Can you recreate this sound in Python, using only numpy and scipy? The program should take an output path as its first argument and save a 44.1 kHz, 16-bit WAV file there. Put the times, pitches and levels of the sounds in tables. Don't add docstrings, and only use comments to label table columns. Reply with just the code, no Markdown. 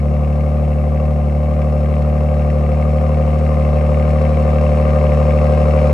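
import sys
import numpy as np
from scipy import signal
from scipy.fft import rfft, irfft, next_fast_len
from scipy.io import wavfile
from scipy.ndimage import map_coordinates

SR = 44100
rng = np.random.default_rng(int(sys.argv[2]) if len(sys.argv) > 2 else 0)


def bounce(signal):
    frames = np.transpose(np.atleast_2d(signal))
    limited = np.clip(frames, -1, 1)
    pcm = np.round(limited * 32767).astype(np.int16)
    wavfile.write(sys.argv[1], SR, pcm)


N = 261513

# pulse_db, tick_db, late_ms
CYLINDERS = [(2, 7.5, -0.717), (5.5, -2, -1.198), (13, 5, -0.38), (4.5, -0.5, -0.5), (11.5, 4.5, -0.63),
             (4.5, 4, -0.38)]


def crank(flutter_firings, flutter_per_s):
    # time_s, firing_rate_hz
    speed = [(0.0, 73.13), (0.41, 74.52), (0.74, 74.2), (1.04, 74.94), (1.25, 73.67), (1.59, 75.3),
             (1.76, 74.24), (2.14, 74.99), (2.65, 73.89), (2.84, 75.03), (3.45, 75.38), (3.82, 74.42),
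             (4.34, 75.44), (4.62, 74.39), (4.85, 75.15), (5.0, 74.46), (5.65, 74.92), (5.93, 74.59)]
    time_s, firing_rate_hz = np.transpose(speed)
    count = np.cumsum(np.interp(np.arange(N) / SR, time_s, firing_rate_hz)) / SR
    return count + flutter_firings * wobble(flutter_per_s)


def firings(count, level_db, scatter_db, jitter_ms):
    k = np.arange(int(count[-1]))
    cylinder = k % len(CYLINDERS)
    size, slip = rng.standard_normal((len(k), 2)).T
    late_ms = np.array(CYLINDERS)[cylinder, 2] + jitter_ms * slip
    onset = np.interp(k, count, np.arange(N)) + late_ms * SR / 1000
    onset = np.clip(np.round(onset), 0, N - 1).astype(int)
    return np.bincount(onset, amp(level_db[cylinder] + scatter_db * size), N)


def puffs(pulses, rise_s, fall_s):
    t = np.arange(SR // 20) / SR
    flow = (1 - np.exp(-t / rise_s)) * np.exp(-t / fall_s)
    return unit(signal.fftconvolve(pulses, flow)[:N])


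def drone(count, lag_firings, smear_rad, waver_db):
    # order, level_db
    harmonics = [(1, -45), (2, 4), (3, -27.5), (4, -1.5), (5, -14), (6, -8), (7, -20.5), (8, -24.5),
                 (9, -23), (10, -21.5)]
    bank_angle = np.pi * (count - lag_firings)
    wave = 0
    for order, level_db in harmonics:
        gain = amp(level_db + waver_db * order / 2 * wobble(30))
        phase = order * bank_angle - smear_rad * (order - 3) ** 2
        wave = wave - gain * np.cos(phase)
    return unit(wave)


def bark(count, split_hz):
    # pitch_hz, width_hz, level_db
    modes = [(337.8, 17.3, -12.5), (366, 18, -21.5), (417, 37, -7.5), (435.3, 78.4, -10),
             (524.6, 20.9, -1.5), (598.3, 5.3, -1), (666.7, 4.7, -20.5), (715.8, 12.2, -6),
             (747.6, 5.3, -11.5), (761.8, 8.4, -11), (823, 9.1, -16)]
    pulses = firings(count, np.array(CYLINDERS)[:, 0], scatter_db=.6, jitter_ms=.04)
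    churn = .24 * puffs(pulses, rise_s=.001, fall_s=.004) * turbulence(correlation=.4)
    whole = ring(unit(pulses) + churn, modes, low_hz=310, high_hz=894, far_end=True)
    upper = filtered(whole, lambda hz: 1 / (1 + (split_hz / (hz + 1)) ** 24))
    lower = whole - upper
    return load_gain(-26.5, rise_db_per_s=1.95) * lower + load_gain(-25, rise_db_per_s=.93) * upper


def chatter(count, roughness):
    # pitch_hz, width_hz, level_db
    modes = [(933, 55, -9.5), (1002, 70, -6), (1074, 32, 3), (1138, 30, 3), (1192, 26, 5), (1224, 18, -3),
             (1323, 26, -15.5), (1432, 19, 1)]
    pulses = firings(count, np.array(CYLINDERS)[:, 0] / 2, scatter_db=.6, jitter_ms=.07)
    churn = puffs(pulses, rise_s=.00075, fall_s=.009) * turbulence(correlation=.47)
    return ring(unit(pulses) + roughness * churn, modes, low_hz=880, high_hz=1300)


def ticks(count, roughness, steady_flow):
    # pitch_hz, width_hz, level_db
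    modes = [(1608, 22, 1), (1813, 21, -2.5), (2016, 110, -9), (2216, 200, -4), (2370, 190, -15.5),
             (2650, 87, -5.5), (2880, 30, -25), (3080, 14, -8.5)]
    pulses = firings(count, np.array(CYLINDERS)[:, 1], scatter_db=2.1, jitter_ms=.2)
    flow = puffs(pulses, rise_s=.0011, fall_s=.0024) + steady_flow
    churn = flow * turbulence(correlation=.35)
    return ring(unit(pulses) + roughness * churn, modes, low_hz=1550, high_hz=2770)


def hiss(count, pulsing):
    # frequency_hz, density_db
    spectrum = [(900, 8), (2500, 8.5), (3300, -2), (3700, 1), (4250, 0), (4600, -3), (5350, 0),
                (5750, -5.5), (6400, -4.5), (7200, -9.5), (8500, -6), (12600, -32)]
    pulses = firings(count, np.array(CYLINDERS)[:, 1] / 2, scatter_db=3, jitter_ms=.98)
    flow = 1 + pulsing * puffs(pulses, rise_s=.003, fall_s=.0045)
    return coloured(flow * turbulence(correlation=1), spectrum)


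def rumble():
    # frequency_hz, density_db
    spectrum = [(15, -14), (40, -14.5), (70, -12), (110, -15.5), (160, -4), (220, -9), (300, -19.5),
                (400, -13.5), (600, -8.5), (1200, -49)]
    return coloured(turbulence(correlation=.32), spectrum)


def garage(x):
    # frequency_hz, t60_s
    decay = [(200, 0.34), (1500, 0.17), (10000, 0.043)]
    hz, t, noise = signal.stft(rng.standard_normal((2, SR // 2)), SR, nperseg=256)
    fade = amp(-60 * t / along(decay, hz)[:, None])
    tail = signal.istft(noise * fade, SR, nperseg=256)[1]
    return signal.fftconvolve(x, tail / np.linalg.norm(tail[0]), axes=1)[:, :N]


def microphones(x):
    # frequency_hz, difference_db
    balance = [(75, 0.36), (150, 3.1), (230, 2), (380, 4.2), (520, 2.2), (620, 1.1), (730, 5.7),
               (950, 0.83), (1200, 7), (1750, 1.9), (2400, 6.1), (4000, 3.4), (9000, .5)]
    # frequency_hz, lead_rad
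    lead = [(75, 0.11), (150, 0.27), (230, -.1), (350, -0.81), (450, 1), (600, -0.15), (720, 0.99),
            (880, 0.16), (1400, -1.36), (2500, 1), (4000, 0.87)]
    half = np.array([[1], [-1]]) / 2
    return filtered(x, lambda hz: amp(half * along(balance, hz)) * np.exp(1j * half * along(lead, hz)))


def load_gain(start_db, rise_db_per_s, start_s=1.24):
    loaded_s = np.maximum(np.arange(N) / SR - start_s, 0)
    return amp(start_db + rise_db_per_s * loaded_s)


def ring(x, modes, low_hz, high_hz, far_end=False):
    def response(hz):
        total = 0
        for k, (pitch_hz, width_hz, level_db) in enumerate(modes):
            sign = (-1) ** (k * far_end)
            damping = 1j * hz * width_hz
            total = total + sign * amp(level_db) * damping / (pitch_hz ** 2 - hz ** 2 + damping)
        band = 1 / np.sqrt(1 + (low_hz / (hz + 1)) ** 12 + (hz / high_hz) ** 12)
        return total * band
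    return unit(filtered(x, response))


def turbulence(correlation):
    mid, side = rng.standard_normal((2, N))
    angle = np.arccos(correlation) / 2
    return np.cos(angle) * mid + np.sin(angle) * np.array([side, -side])


def wobble(knots_per_s):
    knots = rng.standard_normal(int(N * knots_per_s / SR) + 4)
    return map_coordinates(knots, [np.arange(N) * knots_per_s / SR])


def coloured(x, spectrum):
    return unit(filtered(x, lambda hz: amp(along(spectrum, hz))))


def filtered(x, response):
    size = next_fast_len(N + SR // 2)
    hz = np.fft.rfftfreq(size, 1 / SR)
    return irfft(rfft(x, size) * response(hz), size)[..., :N]


def along(points, hz):
    frequency_hz, value = np.transpose(points)
    return np.interp(np.log(hz + 1), np.log(frequency_hz + 1), value)


def amp(db):
    return 10 ** (np.asarray(db) / 20)


def unit(x):
    return x / np.sqrt(np.mean(x ** 2) + 1e-20)


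def scene():
    count = crank(flutter_firings=.007, flutter_per_s=9)
    at_pipes, at_tips = count - .02, count - .19
    wave = drone(count, lag_firings=.56, smear_rad=.24, waver_db=.2)
    deep = load_gain(-14.5, rise_db_per_s=.5) * (wave + amp(-19) * rumble())
    rattle = load_gain(-40, rise_db_per_s=1.73) * chatter(at_tips, roughness=1.55)
    tips = load_gain(-47, rise_db_per_s=1.73) * ticks(at_tips, roughness=1.2, steady_flow=.35)
    stream = load_gain(-50, rise_db_per_s=1.95) * hiss(at_tips, pulsing=.47)
    bright = rattle + tips + stream
    return microphones(deep + bark(at_pipes, split_hz=590) + bright + amp(-14) * garage(bright))


def record(dry):
    return filtered(dry, lambda hz: hz < 12600)


dry = scene()
out = record(dry)
bounce(out)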